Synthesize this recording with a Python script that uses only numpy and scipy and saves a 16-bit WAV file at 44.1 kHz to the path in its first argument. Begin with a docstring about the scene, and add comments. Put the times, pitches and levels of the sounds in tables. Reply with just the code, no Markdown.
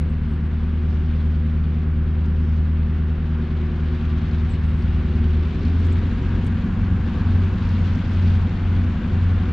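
"""Three diesel locomotives haul a train nearer over a field; their exhaust notes beat at unequal speeds.
From the start the stacks rumble and hiss in puffs, fans and wheels roar as filtered noise, a drone holds.
A small bird whistles in gliding sines at 0.1-0.6 s and 4.5-4.9 s; dry grass rustles from 0.9 s in grains
and ticks from 2.3 s in noise bursts. The throttles open one notch between 4.9 and 5.7 s: the notes climb
and the roar fills out; stack resonances swell at their own moments, faint fan whines come and go."""
import sys
import numpy as np
from scipy import signal
from scipy.io import wavfile

SR = 44100
rng = np.random.default_rng(int(sys.argv[2]) if len(sys.argv) > 2 else 0)


def persist_wave(psi):
    """Save psi, clipped to +-1, as 16-bit WAV."""
    counts = np.round(np.clip(psi, -1, 1) * 32767).astype(np.int16)
    wavfile.write(sys.argv[1], SR, np.atleast_2d(counts).T)


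N = 419832


def from_db(db):
    """Decibels to gain."""
    return 10 ** (np.asarray(db) / 20)


def rms_one(x):
    """Scale to unit power."""
    return x / np.sqrt(np.mean(np.abs(x) ** 2) + 1e-20)


def ease(u):
    """Raised-cosine step from 0 to 1."""
    return (1 - np.cos(np.pi * np.clip(u, 0, 1))) / 2


def level_curve(rows):
    """Level in dB at every sample, interpolated between (s, dB) points."""
    s, db = np.transpose(rows)
    return np.interp(np.arange(N) / SR, s, db)


def swells(rows):
    """Sum of Gaussian rises and dips; rows of (centre s, half width s to 1/e, height)."""
    t = np.arange(N) / SR
    return sum(height * np.exp(-((t - s) / width_s) ** 2) for s, width_s, height in rows)


def at_hz(points, hz):
    """Read a spectrum on a log-frequency axis."""
    points_hz, values = np.array(points).T
    return np.interp(np.log(hz), np.log(points_hz), values)


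def drift(rate_hz):
    """Slow random wander of unit power: noise through two equal poles, at 1/100 of the sample rate."""
    r = np.exp(-200 * np.pi * rate_hz / SR)
    white = rng.standard_normal(N // 100 + 2002)
    slow = signal.lfilter([1], [1, -2 * r, r * r], white)[2000:]  # drop the filter's start-up
    return np.interp(np.arange(N) / 100, np.arange(len(slow)), rms_one(slow))


def resonate(x, hz, width_hz):
    """Two-pole resonance, gain of one at its top."""
    r = np.exp(-np.pi * width_hz / SR)
    zeros = np.array([1, 0, -1]) * (1 - r * r) / 2
    poles = [1, -2 * r * np.cos(2 * np.pi * hz / SR), r * r]
    return signal.lfilter(zeros, poles, x)


def resonate_thrice(x, hz, width_hz):
    """Three equal resonances in series: steeper skirts."""
    for _ in range(3):
        x = resonate(x, hz, width_hz)
    return x


def noise_band(hz, width_hz, flow=1):
    """Turbulence through two equal resonances in series, at unit power."""
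    noise = flow * rng.standard_normal(N)
    return rms_one(resonate(resonate(noise, hz, width_hz), hz, width_hz))


def through_air(x, hz):
    """The long path over the field takes off the treble in a smooth slope."""
    return signal.sosfilt(signal.butter(4, hz, fs=SR, output="sos"), x)


# Stereo likeness of the noise. Each row: frequency in Hz, left-right correlation (clipped to 1).
EAR_LIKENESS = [(300, 1.5), (600, 0.82), (1200, 0.88), (2200, 0.75), (4000, 0.8), (8000, 0.34)]
# Stereo balance of the noise. Each row: frequency in Hz, left minus right in dB.
EAR_BALANCE = [(60, 0.5), (98, 0.5), (160, 0.0), (260, 2.5), (420, 5.5), (690, -0.5), (1120, -0.5),
               (1820, 2.5), (2970, 3.5), (4840, 1)]


def open_air_noise(spectrum, patchy_db):
    """Third-octave bands of stereo noise, each fluttering in the moving air; least alike in the top treble."""
    edges_hz = 280 * 2 ** (np.arange(18) / 3)
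    white = rng.standard_normal((2, 2, N))
    sides = np.array([[1], [-1]])
    out = 0
    for k, (low, high) in enumerate(zip(edges_hz, edges_hz[1:])):
        band_filter = signal.butter(3, [low, high], "band", fs=SR, output="sos")
        mid, side = signal.sosfilt(band_filter, white[k % 2])  # neighbouring bands use separate noise
        hz = np.sqrt(low * high)
        alike = np.clip(at_hz(EAR_LIKENESS, hz), -1, 1)
        band = np.sqrt(1 + alike) * mid + np.sqrt(1 - alike) * side * sides
        balance = from_db(sides * at_hz(EAR_BALANCE, hz) / 2)
        out = out + band * balance * from_db(at_hz(spectrum, hz) + patchy_db * drift(26))
    return rms_one(out)


SETTLE_S, RECOVER_S = 2.915, 1.538  # governor: settling on the low notch, recovery from overshoot


def crank_speed(run):
    """Turns per s: settles on the low notch, climbs when the throttle opens, overshoots and recovers."""
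    start, low, high, opens_s, climb_s, overshoot = run
    t = np.arange(N) / SR
    cruise = start + (low - start) * ease(t / SETTLE_S)
    aim = high + overshoot * (1 - ease((t - opens_s - climb_s) / RECOVER_S))
    return cruise + (aim - cruise) * ease((t - opens_s) / climb_s)


def crank_angle(speed):
    """Angle of the crankshaft in radians."""
    return 2 * np.pi * np.cumsum(speed) / SR


FIRINGS = 8  # per crank turn
LOW_NOTCH, HIGH_NOTCH = 9.75, 11.25  # crank turns per s


def high_notch(speed):
    """Progress from the low to the high notch by engine speed, 0-1."""
    return np.clip((speed - LOW_NOTCH) / (HIGH_NOTCH - LOW_NOTCH), 0, 1)


def engine(speed, orders, level_db, notch_db, uneven, firing_uneven, lope_db=0, note_db=0, octave_db=0):
    """Eight firings a turn give the main note; unequal cylinders add other multiples of crank speed."""
    notch, angle, out = high_notch(speed), crank_angle(speed), 0
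    for multiple, low_db, high_db in orders:
        order = round(multiple)
        db = low_db + notch * (high_db - low_db)
        db = db + note_db * (order == FIRINGS) + octave_db * (order == 2 * FIRINGS)
        if order % FIRINGS == 0:  # harmonics of the firing rate line up into puffs
            phase, waver = order * angle, firing_uneven * order / FIRINGS
        else:  # random phase, own waver; orders 6 and 10 make the note lope
            phase, waver = order * angle + rng.uniform(0, 2 * np.pi), uneven
            db = db + lope_db * (abs(order - FIRINGS) == 2)
        line = (1 + waver * drift(2.6)) * np.cos(phase) + waver * drift(2.2) * np.sin(phase)
        out = out + line * from_db(db) / np.sqrt(.5 + waver ** 2)
    return out * from_db(level_db + notch_db * notch)


# Speed of the leading engine. Values: starting speed, low-notch speed, high-notch speed in crank turns
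# per s, throttle opening in s, climb in s, overshoot in turns per s.
LEAD_RUN = (9.651, 9.756, 11.199, 5.2, 1.381, .341)
# Leading exhaust. Each row: multiple of crank speed, relative level in dB at the low notch, at the high notch.
LEAD_EXHAUST = [(2, -33, -22), (3, -33.5, -23.5), (4, -21, -13), (5, -21, -17), (6, -14.5, -10),
                (7, -18.5, -16), (8, -1.03, -0.5), (10, -16, -17.5), (11, -27.5, -27), (12, -30.5, -30),
                (13, -28.5, -18), (14, -29.5, -14.5), (15, -34.5, -21), (16, -9.5, -15.5), (17, -19, -34.5),
                (18, -30.5, -15.5), (19, -21.5, -24), (20, -28, -18.5), (21, -30, -18), (22, -24.5, -26.5),
                (23, -18.5, -34.5), (24, -15, -27.5), (25, -23.5, -41), (26, -27.5, -27.5),
                (27, -30, -39.5), (29, -28.5, -35), (30, -36, -42), (33, -33, -34), (40, -34.5, -42)]
# Lope of the leading engine swelling and fading. Each row: centre in s, half width in s, gain in dB.
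LEAD_LOPE_SWELLS = [(3.3, 0.7, -4.5), (4.9, 0.84, 10.5), (6.3, 0.4, 1.5), (7, .25, -7.5)]
# Leading firing note swelling and fading. Each row: centre in s, half width in s, gain in dB.
LEAD_NOTE_SWELLS = [(1.3, .5, 3.2), (2.6, .6, 3.5), (5.35, .2, 4.6), (5.56, .07, -9), (5.8, .17, 4.3),
                    (6.9, .4, -20), (7.45, .15, 3.5)]
# Octave above the firing note. Each row: centre in s, half width in s, gain in dB.
LEAD_OCTAVE_SWELLS = [(.7, 0.16, -5), (1.75, .3, 2), (6.2, .3, -8), (6.75, 0.14, 8)]


def lead_engine(speed):
    """Fullest exhaust spectrum; its lope, firing note and octave swell and fade separately."""
    return engine(speed, LEAD_EXHAUST, level_db=-21.0, notch_db=.8, uneven=.22, firing_uneven=.03,
                  lope_db=-0.7 + swells(LEAD_LOPE_SWELLS), note_db=swells(LEAD_NOTE_SWELLS),
                  octave_db=swells(LEAD_OCTAVE_SWELLS))


# Speed of the second engine. 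Values as for the leader: three speeds in crank turns per s, opening in s,
# climb in s, overshoot in turns per s.
SECOND_RUN = (9.83, 9.718, 10.95, 5.703, .609, .481)
# Second exhaust. Each row: multiple of crank speed, relative level in dB at the low notch, at the high notch.
SECOND_EXHAUST = [(4, -17.5, -12.5), (6, -16, -11.5), (8, -6, 2.5), (10, -10.5, -9), (16, -22.5, -18),
                  (20, -14, -16.5), (22, -16.5, -22.5), (24, -22.5, -23.5)]


def second_engine():
    """Its slightly different crank speed beats against the leader."""
    return engine(crank_speed(SECOND_RUN), SECOND_EXHAUST, level_db=-35.6, notch_db=11.8,
                  uneven=.35, firing_uneven=0.03)


# Speed of the third engine. Values as for the leader: three speeds in crank turns per s, opening in s,
# climb in s, overshoot in turns per s.
THIRD_RUN = (9.398, 9.286, 11.105, 4.861, 2.458, .333)
# Third exhaust. 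Each row: multiple of crank speed, relative level in dB at the low notch, at the high notch.
THIRD_EXHAUST = [(6, -16.5, -11), (8, -4.5, -2.5), (20, -1, -16), (24, -9, -29)]
# Firing note coming forward. Each row: centre in s, half width in s, gain in dB.
THIRD_NOTE_SWELLS = [(4.3, 1.3, 13.6)]


def third_engine():
    """Its firing note comes forward and beats against the leader."""
    return engine(crank_speed(THIRD_RUN), THIRD_EXHAUST, level_db=-41.5, notch_db=14,
                  uneven=.4, firing_uneven=0.03, note_db=swells(THIRD_NOTE_SWELLS))


def puffing(speed, firing_depth, turn_depth):
    """Gas flow swells with every firing and, less, with every turn of the leading engine."""
    angle = crank_angle(speed)
    return rms_one(1 + firing_depth * np.cos(FIRINGS * angle) + turn_depth * np.cos(angle))


# Exhaust stack resonances. Each row: frequency in Hz, width in Hz of each of two resonators, level in dB
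# at the low notch, at the high notch (both before the swell), swell centre in s, swell gain in dB.
STACK_RESONANCES = [(111, 52, -42.5, -41.5, 6.4, 5), (180.4, 37, -43, -36, 7.9, 5.5),
                    (225.5, 48, -39.5, -35.5, 5.69, 7.5), (276.4, 52, -49, -45, 5.65, 9.5),
                    (383.3, 66, -53.5, -56.5, 5.9, 12), (495.4, 70, -52, -49.5, 4.4, -0.5)]
STACK_SWELL_S = 0.62  # half width


def exhaust_rumble(speed):
    """Puffs of gas ring in the stack resonances; most swell for a while, each at its own moment."""
    notch, flow = high_notch(speed), puffing(speed, firing_depth=.8, turn_depth=0.29)
    out = 0
    for hz, width_hz, low_db, high_db, s, swell_db in STACK_RESONANCES:
        db = low_db + notch * (high_db - low_db) + swells([(s, STACK_SWELL_S, swell_db)])
        out = out + from_db(db) * noise_band(hz, width_hz, flow)
    return out


# Upper hum. Each row: time in s, relative level in dB.
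HUM_CURVE = [(0, -48.5), (.8, -44), (1.3, -47.5), (3.1, -46.5), (3.6, -41.5), (4.05, -41.5), (4.5, -46.5),
             (5.25, -41), (6, -44), (6.8, -46), (7.35, -43.5), (8.2, -47), (9.5, -45.5)]
HUM_ORDER = 37  # multiple of crank speed


def upper_hum(speed, hz, width_hz, tone_db, waver, flutter_db, gain_db):
    """Broad, wavering hum; where it swells at the low notch, one multiple of crank speed stands out."""
    hum_db = level_curve(HUM_CURVE)
    tone_db = tone_db + hum_db - hum_db.mean() + flutter_db * drift(1.8)
    tone = from_db(tone_db) * (1 - high_notch(speed))
    line = np.sqrt(2) * np.cos(HUM_ORDER * crank_angle(speed) + waver * drift(4))
    mix = (tone * line + noise_band(hz, width_hz)) / np.sqrt(1 + tone ** 2)
    return from_db(hum_db + gain_db) * mix


# Track bed rumble, one swell around 7.3 s. Each row: centre in s, half width in s, gain in dB.
TRACK_BED_SWELLS = [(7.3, 1, 4.5)]


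def track_bed():
    """The track bed rumbles as a low noise band."""
    return from_db(-35.5 + swells(TRACK_BED_SWELLS)) * noise_band(hz=40.4, width_hz=60)


DRONE_HZ, DRONE_RMS_DB = 36.6, -34


def drone(waver_rad):
    """Steady sine of the auxiliaries; keeps its pitch whatever the throttle does."""
    phase = 2 * np.pi * DRONE_HZ * np.arange(N) / SR + waver_rad * drift(1.1)
    return from_db(DRONE_RMS_DB) * np.sqrt(2) * np.sin(phase)


DISTANCE_M, TRAIN_M_PER_S = 285, 13.6  # starting distance, steady approach


def nearness():
    """Gain of the approaching train: one over its distance, 1 at the start."""
    return DISTANCE_M / np.maximum(DISTANCE_M - TRAIN_M_PER_S * np.arange(N) / SR, 1)


# Roar before the air loss. Each row: frequency in Hz, relative density in dB per Hz.
ROAR_SPECTRUM = [(300, -1.5), (600, 1), (740, -4.5), (900, 1), (1150, 0), (1550, -1), (2000, -4.5),
                 (2800, -6.5), (4000, -11), (8000, -17.5)]
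# Hood and fan duct resonances. Each row: frequency in Hz, width in Hz, gain in dB.
DUCT_RESONANCES = [(753, 55, 0), (1150, 46, -8), (1486, 330, -8.5), (3050, 150, -16)]
# Early ebb, then swell. Each row: centre in s, half width in s, gain in dB.
ROAR_EBB_AND_SWELL = [(2.3, .9, -1), (4, .7, .7)]


def fans_and_wheels(start_db):
    """Broad roar, coloured by the hoods and fan ducts, growing as the train nears."""
    noise = through_air(open_air_noise(ROAR_SPECTRUM, patchy_db=0.5), hz=2880)
    ducts = sum(from_db(db) * resonate(noise, hz, width_hz) for hz, width_hz, db in DUCT_RESONANCES)
    return from_db(start_db + swells(ROAR_EBB_AND_SWELL)) * nearness() * rms_one(noise + ducts)


# Hiss before the air loss. Each row: frequency in Hz, relative density in dB per Hz.
HISS_SPECTRUM = [(1000, -6), (2000, 1.5), (3000, 1.5), (5000, 2), (7800, 4), (9200, -2), (11000, -10)]
# Treble hiss. Each row: time in s, relative level in dB.
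HISS_CURVE = [(0.2, -59), (0.46, -59.5), (1.1, -56.5), (1.9, -59.5), (2.5, -58), (2.9, -59), (4.24, -52.5),
              (4.63, -55), (5.85, -51), (6.3, -52.5), (6.93, -55), (7.12, -52.5), (8.23, -49),
              (8.51, -52.5), (9.5, -52.5)]


def stack_hiss(speed, sputter_db, gain_db):
    """Escaping gas hisses in puffs and sputters irregularly."""
    noise = rms_one(through_air(open_air_noise(HISS_SPECTRUM, patchy_db=1.0), hz=3630))
    puffs = puffing(speed, firing_depth=0.11, turn_depth=0.024)
    return noise * puffs * from_db(sputter_db * drift(42) + level_curve(HISS_CURVE) + gain_db)


# Bird calls. Each row: start in s, length in s, start in Hz, settled pitch in Hz, final rise in Hz, peak in dB.
BIRD_CALLS = [(.088, .025, 10200, 7600, 0, -69), (.255, .13, 9300, 8200, 0, -74),
              (.41, .09, 8500, 8100, 0, -79), (4.488, .05, 10400, 7450, 800, -57),
              (4.605, .13, 9400, 8150, 0, -73), (4.72, .15, 8350, 8170, 100, -73.5)]


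def bird(settle, quaver_hz):
    """Thin whistles that drop quickly and settle; some flick up at the end."""
    out, quaver = np.zeros(N), quaver_hz * drift(90)
    for start_s, length_s, start_hz, end_hz, rise_hz, level_db in BIRD_CALLS:
        u = np.linspace(0, 1, int(length_s * SR))
        span = int(start_s * SR) + np.arange(len(u))
        glide_hz = end_hz + (start_hz - end_hz) * np.exp(-settle * u)
        hz = glide_hz + rise_hz * ease(2 * u - 1) ** 2 + quaver[span]
        out[span] += from_db(level_db) * np.sin(np.pi * u) * np.sin(2 * np.pi * np.cumsum(hz) / SR)
    return out


def among_trees(x, count, echo_db):
    """Branches return a few weak, early echoes that roughen a call."""
    lags = (rng.uniform(.003, .035, count) * SR).astype(int)
    return x + from_db(echo_db) * sum(np.pad(x, (lag, 0))[:N] for lag in lags)


# Spells of rustling. Each row: centre in s, half width in s, level in dB.
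RUSTLE_SPELLS = [(.93, 0.11, -68), (2.5, 0.14, -68.5), (5.75, .2, -66.5), (7.95, .3, -64)]


def rustle(grains_per_s, spread_db, hz, width_hz):
    """Dry stalks brush together in short spells of fine grains."""
    sizes = from_db(spread_db * np.minimum(rng.exponential(1, (2, N)), 4))
    grains = sizes * (rng.random((2, N)) < grains_per_s / SR)
    envelope = sum(from_db(db) * swells([(s, width_s, 1)]) for s, width_s, db in RUSTLE_SPELLS)
    return envelope * noise_band(hz, width_hz, grains)


# Ticks of dry grass. Each row: start in s, level in dB before the decay, frequency in Hz,
# width in Hz of each of three resonators.
GRASS_TICKS = [(2.257, -53.5, 4900, 3200), (2.568, -62, 6000, 2500), (4.312, -51, 4300, 2000),
               (4.821, -47, 4200, 2000), (5.306, -56, 5000, 2500), (5.8, -59, 6500, 3000),
               (5.847, -56, 6500, 3000), (5.632, -49, 4200, 2000), (5.651, -46, 4400, 2200),
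               (5.867, -57.5, 7560, 3750), (5.923, -50, 7300, 2200), (5.931, -57, 7400, 3000),
               (6.447, -59, 7900, 7000), (6.465, -52, 7300, 5500), (6.472, -55, 7400, 2500),
               (7.689, -45, 4600, 2200), (7.786, -61, 6500, 3500), (7.955, -52, 5000, 3000),
               (8.132, -53, 5200, 3000), (8.144, -54, 5500, 3000), (8.276, -45, 4200, 1800)]


def grass(decay_s):
    """Each tick is a short decaying burst of crackle with the colour of its stalk."""
    out, t = np.zeros(N), np.arange(SR // 20) / SR
    for s, level_db, hz, width_hz in GRASS_TICKS:
        crackle = rms_one(resonate_thrice(rng.standard_normal(len(t)), hz, width_hz))
        out[round(s * SR) + np.arange(len(t))] += from_db(level_db) * crackle * np.exp(-t / decay_s)
    return out


# Cooling fan whines. Each row: frequency in Hz, width in Hz of each of two resonators, peak level in dB,
# loudest at s, half width in s.
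FAN_WHINES = [(714, 19, -52.5, 8.5, 0.26), (860, 13, -53.5, 8.4, 0.25), (893, 31, -58, 5.4, 0.76),
              (955, 13, -61.5, 6.7, 0.81)]


def fan_whine():
    """Faint wavering tones, narrow noise bands, that come and go."""
    return sum(from_db(db) * swells([(s, width_s, 1)]) * noise_band(hz, width_hz)
               for hz, width_hz, db, s, width_s in FAN_WHINES)


# Roar under load, one swell around 7.1 s. Each row: centre in s, half width in s, gain in dB.
LOAD_ROAR_SWELLS = [(7.1, 1, 7)]


def load_roar(speed, hz, width_hz, level_db, surge_db):
    """Under load the middle of the roar fills out and surges unevenly."""
    db = level_db + swells(LOAD_ROAR_SWELLS) + surge_db * drift(5.2)
    return from_db(db) * high_notch(speed) * noise_band(hz, width_hz)


def rail_hiss(speed, hz, width_hz):
    """Wheels sing faintly on the rails once the engines pull harder."""
    noise = resonate_thrice(rng.standard_normal((2, N)), hz, width_hz)
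    return rms_one(noise) * high_notch(speed)


def scene():
    """The far train reaches both ears almost alike in the bass; the trees scatter a little of its rumble."""
    speed = crank_speed(LEAD_RUN)
    engines = lead_engine(speed) + second_engine() + third_engine()
    ground = track_bed() + drone(waver_rad=.3)
    hum = upper_hum(speed, hz=361.2, width_hz=56, tone_db=-1, waver=0.41, flutter_db=0.5, gain_db=1.5)
    bass = engines + exhaust_rumble(speed) + hum + ground
    scattered = from_db(-23.5) * exhaust_rumble(speed) * np.array([[1], [-1]])  # opposite at the two ears
    roar = fans_and_wheels(start_db=-45.5) + fan_whine()
    roar += load_roar(speed, hz=944, width_hz=450, level_db=-55, surge_db=1.0)
    roar += load_roar(speed, hz=1560, width_hz=260, level_db=-57.5, surge_db=1.5)
    hiss = stack_hiss(speed, sputter_db=1.3, gain_db=4.0)
    hiss += from_db(-72.0) * rail_hiss(speed, hz=6500, width_hz=2000)
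    near = among_trees(bird(settle=4.5, quaver_hz=75), count=6, echo_db=-17)
    near += grass(decay_s=.005)
    near = near + rustle(grains_per_s=590, spread_db=3.5, hz=5200, width_hz=1500)
    return bass * from_db([[.25], [-.25]]) + scattered + roar + hiss + near


CUTOFF_HZ = 15400  # 70 dB down from here up


def record(dry):
    """The right microphone rolls off a little sooner in the bass, turning its phase; the top is cut steeply."""
    right = signal.sosfilt(signal.butter(1, 7.5, "high", fs=SR, output="sos"), dry[1])
    top_cut = signal.cheby2(12, 70, CUTOFF_HZ, fs=SR, output="sos")
    return signal.sosfilt(top_cut, np.array([dry[0], right]))


dry = scene()
out = record(dry)
persist_wave(out)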